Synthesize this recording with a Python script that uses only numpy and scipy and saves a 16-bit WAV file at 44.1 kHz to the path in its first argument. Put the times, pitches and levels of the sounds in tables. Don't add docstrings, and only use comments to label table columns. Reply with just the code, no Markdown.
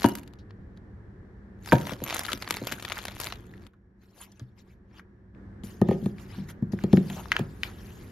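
import sys
import numpy as np
from scipy import signal
from scipy.fft import rfft, irfft
from scipy.io import wavfile
from scipy.ndimage import uniform_filter1d

SR = 44100
rng = np.random.default_rng(int(sys.argv[2]) if len(sys.argv) > 2 else 0)


def master(y):
    cut = np.clip(np.atleast_2d(y).T, -1, 1)
    pcm = np.round(cut * 32767)
    wavfile.write(sys.argv[1], SR, pcm.astype(np.int16))


N = 357651


def amp(db):
    return 10 ** (np.asarray(db) / 20)


def evened(x):
    return x / np.sqrt(np.mean(x ** 2) + 1e-20)


def peaked(x, db):
    return amp(db) * x / abs(x).max()


def read(points, hz):
    table_hz, value = np.transpose(points)
    return np.interp(np.log(hz + 1), np.log(table_hz), value)


def bins(size):
    return np.fft.rfftfreq(size, 1 / SR)


def add(mix, s, sound):
    part = mix[max(round(s * SR), 0):][:len(sound)]
    part += sound[:len(part)]


def colour(x, db):
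    log_gain = np.log(amp(np.concatenate([db, db[-2:0:-1]])))
    response = np.exp(np.conj(signal.hilbert(log_gain)))
    return irfft(rfft(x) * response[:len(db)])


def shaped(x, points):
    return irfft(rfft(x) * amp(read(points, bins(N))), N)


def slow_noise(count, limit_hz):
    return evened(irfft(rfft(rng.standard_normal((count, N))) * (bins(N) < limit_hz), N))


def burst(decay_s, ragged, size=2048):
    x = rng.standard_normal(size) * np.exp(-np.arange(size) / SR / decay_s)
    x *= ragged / np.linalg.norm(x)
    x[0] += 1
    return x


# frequency in Hz, correlation from 0 to 1.
LIKENESS = [(60, .98), (130, .98), (290, .9), (640, .5), (1400, 0), (16000, 0)]


def diffuse(pair):
    size = pair.shape[1]
    first, other = rfft(pair)
    same = np.clip(read(LIKENESS, bins(size)), -1, 1)
    second = same * first + np.sqrt(1 - same ** 2) * other
    return irfft(np.array([first, second]), size)


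# frequency in Hz, relative level in dB.
AIR_SPECTRUM = [(15, -41.5), (25, -14.5), (55, -2), (108, 0), (149, -11.5), (190, -3.5), (270, -12.5),
                (363, -11.5), (624, -26.5), (1370, -30), (1740, -26), (2610, -47), (4370, -52.5),
                (13200, -68.5), (16000, -88.5)]
# time in seconds, rms level in dB.
AIR_LEVEL = [(0, -47.5), (3.66, -46.5), (3.7, -60), (4.85, -54.5), (5.0, -53.5), (5.33, -54.5),
             (5.36, -45.5), (8.11, -43.5)]
# frequency in Hz, rms level in dB while the room noise is at its loudest.
HUM_LINES = [(59.2, -61.5), (193.8, -57.5), (366.1, -66.5), (1669, -81), (5577, -99)]


def air(waver_rad):
    t = np.arange(N) / SR
    level = amp(np.interp(t, *np.transpose(AIR_LEVEL)))
    noise = evened(shaped(diffuse(rng.standard_normal((2, N))), AIR_SPECTRUM))
    hum = np.zeros(N)
    for (hz, db), drift in zip(HUM_LINES, slow_noise(len(HUM_LINES), limit_hz=4)):
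        hum += amp(db) * np.sqrt(2) * np.sin(2 * np.pi * hz * t + waver_rad * drift)
    return level * noise + hum * np.sqrt(level / level.max())


# frequency in Hz, time to fall by 60 dB in seconds.
ROOM_DECAY = [(120, .42), (400, 0.41), (1000, 0.31), (3000, 0.13), (8000, 0.029), (16000, 0.19)]


def room(x, first_s, treble_db):
    hz, t, z = signal.stft(diffuse(rng.standard_normal((2, SR // 2))), SR, nperseg=256)
    tilt_db = read([(500, 0.0054), (4000, treble_db)], hz)[:, None]
    z *= amp(tilt_db - 60 * t / read(ROOM_DECAY, hz)[:, None])
    tail = signal.istft(z, SR, nperseg=256)[1]
    tail *= np.clip(np.arange(tail.shape[1]) / SR / first_s - 1, 0, 1)
    return signal.fftconvolve(x[None], tail / np.linalg.norm(tail[0]), axes=1)[:, :N]


# frequency in Hz, level relative to the direct sound in dB.
SIDE_LEVEL = [(60, -32), (250, -24), (600, -14), (1400, -7), (2300, -10), (4500, -5), (8000, -13),
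              (9800, -7), (12000, -11), (14000, -7)]
# frequency in Hz, left over right in dB.
LEFT_OVER_RIGHT = [(60, 0.5), (700, 3), (2000, 1.5), (3000, 4.5), (4500, 5), (6800, 1.5), (16000, 0)]
# frequency in Hz, lead of the left channel in radians.
LEFT_PHASE_LEAD = [(600, 0), (1300, -.5), (2000, -.2), (3000, -.7), (4500, -.2), (7000, 1.7), (8300, 3.14),
                   (11500, 5.9), (13300, 6.7), (14600, 9.2)]


def widened(x, waver_hz):
    hz = bins(N)
    waver = slow_noise(2, waver_hz)
    turned = (signal.hilbert(x) * (waver[0] + 1j * waver[1])).real / np.sqrt(2)
    side = shaped(turned, SIDE_LEVEL)
    lean = amp(read(LEFT_OVER_RIGHT, hz) / 2)
    left = rfft(x + side) * lean
    right = rfft(x - side) / lean * np.exp(-1j * read(LEFT_PHASE_LEAD, hz))
    return irfft(np.array([left, right]), N)


# frequency in Hz, relative level in dB.
CLICK_SPECTRUM = [(100, -13), (1500, -5), (3500, -1.5), (5500, -15.5), (7700, -10.5), (11000, -14.5),
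                  (16000, -19)]


def snaps(rows, sharpness, ragged, hiss_db):
    out = np.zeros(N)
    for s, db, pitch_hz, decay_s in rows:
        x = burst(decay_s, ragged)
        hz = bins(len(x)) + 1
        detuning = sharpness * (hz / pitch_hz - pitch_hz / hz)
        peak_power = 1 / (1 + detuning ** 2) ** 2
        hiss_power = amp(hiss_db + read(CLICK_SPECTRUM, hz)) ** 2
        add(out, s, peaked(colour(x, 10 * np.log10(peak_power + hiss_power)), db))
    return out


def knocks(blows, modes, focus_db, swell_cycles, click_s, size=16384):
    out, t = np.zeros(N), np.arange(size) / SR
    hz, mode_db, t60 = np.transpose(modes)[:, :, None]
    swing = np.sin(2 * np.pi * hz * t) * (1 - np.exp(-(t * hz / swell_cycles) ** 2))
    swing = signal.lfilter(*signal.butter(2, 85, "high", fs=SR), swing)
    for s, db, favoured_hz, ring, click_db in blows:
        octaves_off = np.log2(hz / favoured_hz)
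        off_db = focus_db * (np.sqrt(1 + (2 * octaves_off) ** 2) - 1)
        ringing = (amp(mode_db - off_db - 60 * t / (t60 * ring)) * swing).sum(0)
        add(out, s, peaked(ringing, db + 4))
        contact = burst(click_s, ragged=2.3)
        click = colour(contact, read(CLICK_SPECTRUM, bins(len(contact))))
        add(out, s, peaked(click, click_db))
    return out


def settling(blows, after_s, weight_hz, weight_db, soft_db, damped):
    thumps = [(s + after_s, db + weight_db, min(hz, weight_hz), ring * damped, click_db + soft_db)
              for s, db, hz, ring, click_db in blows]
    return blows + thumps


STROKE_DROP_DB = 20
STROKE_ROUNDNESS = 1.34


def effort(strokes):
    t, power = np.arange(0, N, 32) / SR, 0
    for s, build_s, die_s, scrape_db, fizz_db in strokes:
        away = np.maximum((s - t) / build_s, (t - s) / die_s)
        level_db = np.array([[scrape_db], [fizz_db]]) - STROKE_DROP_DB * away ** STROKE_ROUNDNESS
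        power = power + amp(level_db) ** 2
    return [np.interp(np.arange(N) / SR, t, np.sqrt(p)) for p in power]


def patchy(x, depth_db):
    z = signal.stft(x, nperseg=256)[2].T
    patches = uniform_filter1d(rng.standard_normal(z.shape), size=7, axis=0)
    patches = uniform_filter1d(patches, size=4, axis=1)
    return signal.istft((z * amp(depth_db * evened(patches))).T, nperseg=256)[1][:N]


# frequency in Hz, relative level in dB.
SCRAPE_SPECTRUM = [(100, -18), (300, -4), (700, 0), (1500, 0), (3000, -3), (4500, -9), (7000, -17),
                   (16000, -45)]
# frequency in Hz, relative level in dB.
FIZZ_SPECTRUM = [(500, -40), (3500, -11), (6000, -2), (7400, 1), (8700, -5), (10200, 0), (12000, 0),
                 (13700, -4), (15000, -15), (16000, -20)]


def rubbing(strokes, slips_per_s, spread_db, smooth, patchy_db, scrape_db, fizz_db):
    sizes = amp(spread_db * np.minimum(rng.exponential(1, N), 3)) * rng.choice([-1, 1], N)
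    slips = evened(sizes * (rng.random(N) < slips_per_s / SR))
    drive = patchy(slips + smooth * rng.standard_normal(N), patchy_db)
    scrape, fizz = evened(shaped(drive, SCRAPE_SPECTRUM)), evened(shaped(drive, FIZZ_SPECTRUM))
    scrape_gain, fizz_gain = effort(strokes)
    return scrape * scrape_gain * amp(scrape_db) + fizz * fizz_gain * amp(fizz_db)


# start in seconds, peak level in dB, pitch in Hz, decay time constant in seconds.
TICK_ROWS = [(.388, -51, 3930, 0.015), (1.908, -33, 1320, 0.015), (2.284, -23.5, 1400, 0.018),
             (2.968, -29.5, 1680, .011), (3.537, -41, 1750, 0.0044), (3.735, -55.5, 1257, 0.0087),
             (4.205, -44, 1070, 0.024), (4.318, -49, 6000, 0.0051), (4.3957, -37.5, 5530, 0.0011),
             (4.995, -37, 1450, .004), (5.349, -55.5, 2400, .001), (7.102, -33.5, 732, 0.017),
             (7.165, -36.5, 750, 0.045)]


def ticks():
    return snaps(TICK_ROWS, sharpness=1.7, ragged=3, hiss_db=-21)


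# time of the hardest push, build-up and
# die-away in seconds, relative levels of scrape and fizz in dB.
FOAM_PUSHES = [(4.04, 0.047, 0.13, -66, -69.5), (4.235, 0.096, 0.033, -51, -46),
               (4.3, 0.093, 0.26, -68.5, -74), (4.397, 0.0037, 0.037, -51, -84),
               (4.592, 0.028, 0.044, -62, -64), (4.71, 0.088, 0.063, -69, -70.5),
               (4.985, 0.079, 0.031, -55.5, -67)]


def foam():
    return rubbing(FOAM_PUSHES, slips_per_s=1500, spread_db=3.0, smooth=1.0,
                   patchy_db=5.5, scrape_db=0.0, fizz_db=-6.5)


# start in seconds, relative level in dB, favoured pitch in Hz,
# ring as a factor on the decay time, peak level of the contact click in dB.
STEEL_TOUCHES = [(.045, -37.5, 2826, 0.94, -47), (2.039, -24, 11000, 0.64, -26.5),
                 (2.145, -36, 12000, 0.44, -40), (2.332, -39.5, 12000, 0.69, -27.5),
                 (2.508, -43.5, 11000, 0.65, -50), (2.671, -32, 12000, 0.78, -33),
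                 (2.722, -31.5, 9050, 0.64, -29)]
# frequency in Hz, relative level in dB,
# 60 dB decay time in seconds before the ring factor.
STEEL_MODES = [(2890, -6, .3), (7120, 8.5, 0.028), (11800, 2, 0.05), (11900, -6, 0.1),
               (12050, -10.5, 0.069)]


def steel():
    return knocks(STEEL_TOUCHES, STEEL_MODES, focus_db=8.5, swell_cycles=0.93, click_s=0.0017)


# start in seconds, relative level in dB, favoured pitch in Hz,
# ring as a factor on the decay time, peak level of the contact click in dB.
BOX_KNOCKS = [(.0428, -15, 900, 0.81, -19.5), (.0462, -12.5, 278, 0.76, -45),
              (1.7212, -10, 1382, 0.86, -17), (1.7278, -9.5, 600, .8, -16), (1.736, -9.5, 110, 0.62, -45),
              (1.918, -31.5, 502, 0.98, -37), (2.017, -30.5, 455, 1, -39.5), (2.335, -36, 305, 1, -36),
              (2.508, -37.5, 250, .62, -40.5), (2.616, -30.5, 397, 0.9, -45.5), (2.722, -37.5, 350, 1, -52),
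              (4.412, -31.5, 107, 0.81, -71)]
# frequency in Hz, relative level in dB,
# 60 dB decay time in seconds before the ring factor.
BOX_MODES = [(120, 2, 0.18), (191, 0.5, 0.041), (230, 2, 0.064), (282.4, 6, 0.052), (344, 8.5, .035),
             (509, 6.5, 0.038), (589, -7, 0.069), (716, -4, 0.067), (822, -10, 0.11), (937, -0.5, 0.067),
             (1107, -9.5, 0.0034), (1306, -12.5, 0.065), (1560, -3, 0.018), (1585, -8.5, 0.052),
             (1710, -9, 0.047), (2410, -3, .025), (3410, -7.5, .025)]


def box():
    blows = settling(BOX_KNOCKS, after_s=.0034, weight_hz=186, weight_db=-3, soft_db=-13, damped=0.75)
    return knocks(blows, BOX_MODES, focus_db=9, swell_cycles=0.96, click_s=0.0063)


# start in seconds, relative level in dB, favoured pitch in Hz,
# ring as a factor on the decay time, peak level of the contact click in dB.
SPOOL_BUMPS = [(5.636, -32.5, 220, 0.58, -40), (5.8155, -9.5, 291, 0.6, -26), (5.887, -12.5, 279, .69, -32),
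               (5.9105, -16.5, 367, 1.36, -35.5), (6.024, -26.5, 161, 1.4, -74),
               (6.0595, -18, 248, .67, -34.5), (6.379, -30, 169, 2.3, -45),
               (6.624, -18.5, 167, 0.45, -50.5), (6.733, -19.5, 245, 0.66, -47),
               (6.838, -16.5, 262, .82, -29.5), (6.9315, -6, 244, 0.92, -29.5), (6.974, -13, 217, 1.2, -36),
               (7.1, -31.5, 162, 2.3, -26), (7.392, -23, 364, 0.51, -23), (7.408, -23, 130, 0.45, -60)]
# frequency in Hz, relative level in dB,
# 60 dB decay time in seconds before the ring factor.
SPOOL_MODES = [(124.5, -14.5, 0.11), (152.8, -8, 0.14), (193, 3, 0.071), (230.6, 0, 0.044),
               (278.8, -6.5, 0.044), (384.5, -4.5, 0.0498), (513, -3.5, 0.035), (696, -8.5, 0.04),
               (784, 1, 0.024), (1240, -13, 0.13), (1700, -29, 0.022), (1820, 1.5, 0.059),
               (2960, -29, 0.035)]


def spool():
    blows = settling(SPOOL_BUMPS, after_s=.0085, weight_hz=124, weight_db=-7.5, soft_db=-28, damped=0.62)
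    return knocks(blows, SPOOL_MODES, focus_db=9.0, swell_cycles=1.17, click_s=0.0025)


# time of the hardest push, build-up and
# die-away in seconds, relative levels of scrape and fizz in dB.
FILM_PUSHES = [(5.642, 0.0071, .19, -53.5, -54.5), (5.93, 0.1, 0.054, -47, -64),
               (6.06, 0.13, 0.096, -56.5, -60.5), (6.21, 0.061, 0.082, -52.5, -60.5),
               (6.35, 0.16, 0.16, -48.5, -65.5), (6.505, 0.034, .02, -44, -50.5),
               (6.722, 0.0043, 0.036, -49, -55.5), (6.81, 0.07, 0.13, -52.5, -65),
               (6.97, 0.087, 0.044, -44, -59), (7.16, 0.24, 0.2, -47, -52), (7.37, 0.094, 0.079, -39, -81),
               (7.645, 0.027, 0.082, -42, -52.5), (7.9, 1, 1, -57.5, -62)]
# start in seconds, peak level in dB, pitch in Hz, decay time constant in seconds.
FILM_SNAPS = [(6.1837, -39, 2090, 0.0055), (6.7893, -31.5, 1660, .0023), (6.9298, -23.5, 3080, .0018),
              (6.972, -23.5, 1790, 0.0022), (7.2572, -31.5, 1150, .002), (7.2842, -41, 4700, .001),
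              (7.3186, -6, 1806, 0.0053), (7.3279, -20.5, 2250, 0.0011), (7.3658, -9, 1710, 0.0014),
              (7.6338, -10.5, 2270, 0.0022)]


def film():
    rub = rubbing(FILM_PUSHES, slips_per_s=1800, spread_db=-1, smooth=1.0,
                  patchy_db=4.0, scrape_db=-3.5, fizz_db=-1.5)
    return rub + snaps(FILM_SNAPS, sharpness=1.45, ragged=.7, hiss_db=-29)


# frequency in Hz, relative level in dB.
CREASE_SPECTRUM = [(60, -17.5), (300, -5.5), (1000, -3.5), (2300, -6.5), (4000, -9), (5500, -10),
                   (7500, -1.5), (11500, -1), (16000, -15.5)]


def pop(decay_s, ragged, body_db, top_db):
    x = burst(decay_s, ragged)
    hz = bins(len(x))
    balance_db = read([(900, body_db), (2000, 0), (4500, 0.0031), (9000, top_db)], hz)
    return colour(x, read(CREASE_SPECTRUM, hz) + balance_db)


# start in seconds, relative level in dB, relative level of the top sizzle in dB.
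CREASE_POPS = [(0.1521, -21, -11), (0.184, -32, -13), (0.232, -41.5, -19), (0.2757, -39.5, -21),
               (0.335, -42, -23), (0.5062, -41.5, -40), (0.773, -47, -26), (1.659, -25.5, -14),
               (1.934, -23, -20.5), (2.098, -21.5, -24), (2.1056, -15, -28.5), (2.1256, -19, -26.5),
               (2.1441, -13.5, -4.5), (2.1654, -16, -16), (2.192, -13, -10), (2.2343, -23, -10.5),
               (2.2497, -22, -24.5), (2.3185, -17, -26.5), (2.3308, -10.5, -16.5), (2.4223, -22.5, -25.5),
               (2.4749, -22, -29), (2.507, -8.5, -16), (2.5675, -20, -26), (2.67, -16, -22.5),
               (2.7214, -16, -17), (2.824, -22.5, -14), (2.8492, -21.5, -23), (2.8798, -28, -28),
               (2.9197, -16, -31.5), (2.9872, -21, -23), (3.052, -17.5, -16), (3.0818, -21, -27),
               (3.1998, -18.5, -9), (3.213, -17, -14.5), (3.3229, -21.5, -28), (3.666, -37.5, -18)]


def creases(level_db, decay_s, ragged, body_db, sizzle_db, scatter_s, lesser_db, count=4):
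    out = np.zeros(N)
    for s, db, top_db in CREASE_POPS:
        for k in range(count):
            late_s, drop_db = 0, 0
            if k:
                late_s = scatter_s * rng.standard_normal()
                drop_db = lesser_db - 3 * rng.exponential()
            sound = pop(decay_s, ragged, body_db, top_db + sizzle_db)
            add(out, s + late_s + .001, peaked(sound, db + level_db + drop_db))
    return out


def crinkle(strokes, pops_per_s, above_db, spread_db, decay_s, ragged, body_db, top_db, vary_db, count=12):
    sizes = effort(strokes)[0] * amp(above_db - spread_db * rng.random(N))
    sizes *= rng.random(N) < pops_per_s / SR
    which, out = rng.integers(0, count, N), np.zeros(N)
    pops = [peaked(pop(decay_s, ragged, body_db + low, top_db + high), 0)
            for low, high in vary_db * rng.standard_normal((count, 2))]
    for at in np.flatnonzero(sizes):
        add(out, at / SR, sizes[at] * pops[which[at]])
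    return out


# time of the hardest push, build-up and die-away in seconds,
# relative levels of scrape and fizz in dB.
BAG_PUSHES = [(.045, .08, 0.14, -43.5, -48.5), (1.69, .06, 0.36, -49, -52.5), (1.91, .16, .045, -46, -49.5),
              (2.11, .12, 0.28, -42, -56), (2.29, .12, 0.17, -47.5, -50), (2.53, .17, 0.32, -48, -59.5),
              (2.71, .1, 0.14, -45.5, -53.5), (2.96, .23, 0.22, -47.5, -56.5),
              (3.26, .14, 0.1, -44.5, -51.5), (3.38, .1, 0.25, -66.5, -74), (3.665, 0.35, .015, -70.5, -79)]


def bags():
    out = creases(level_db=0.5, decay_s=0.0028, ragged=2, body_db=-2.5, sizzle_db=3.5,
                  scatter_s=0.015, lesser_db=-16.0)
    out += crinkle(BAG_PUSHES, pops_per_s=80, above_db=26.5, spread_db=13, decay_s=0.00058,
                   ragged=1.1, body_db=2, top_db=-14, vary_db=6)
    out += rubbing(BAG_PUSHES, slips_per_s=800, spread_db=-2.5, smooth=.35,
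                   patchy_db=5, scrape_db=0.5, fizz_db=0.5)
    return out


def scene():
    near = ticks() + foam() + steel() + box() + spool() + film() + bags()
    direct = widened(near, waver_hz=60.46)
    reverberant = amp(-16.0) * room(near, first_s=0.01, treble_db=3.0)
    return direct + reverberant + air(waver_rad=0.2)


def record(dry):
    edge_hz = 16000
    low_pass = signal.firwin(511, edge_hz, window=("kaiser", 9), fs=SR)
    return signal.oaconvolve(dry, low_pass[None], "same")


dry = scene()
out = record(dry)
master(out)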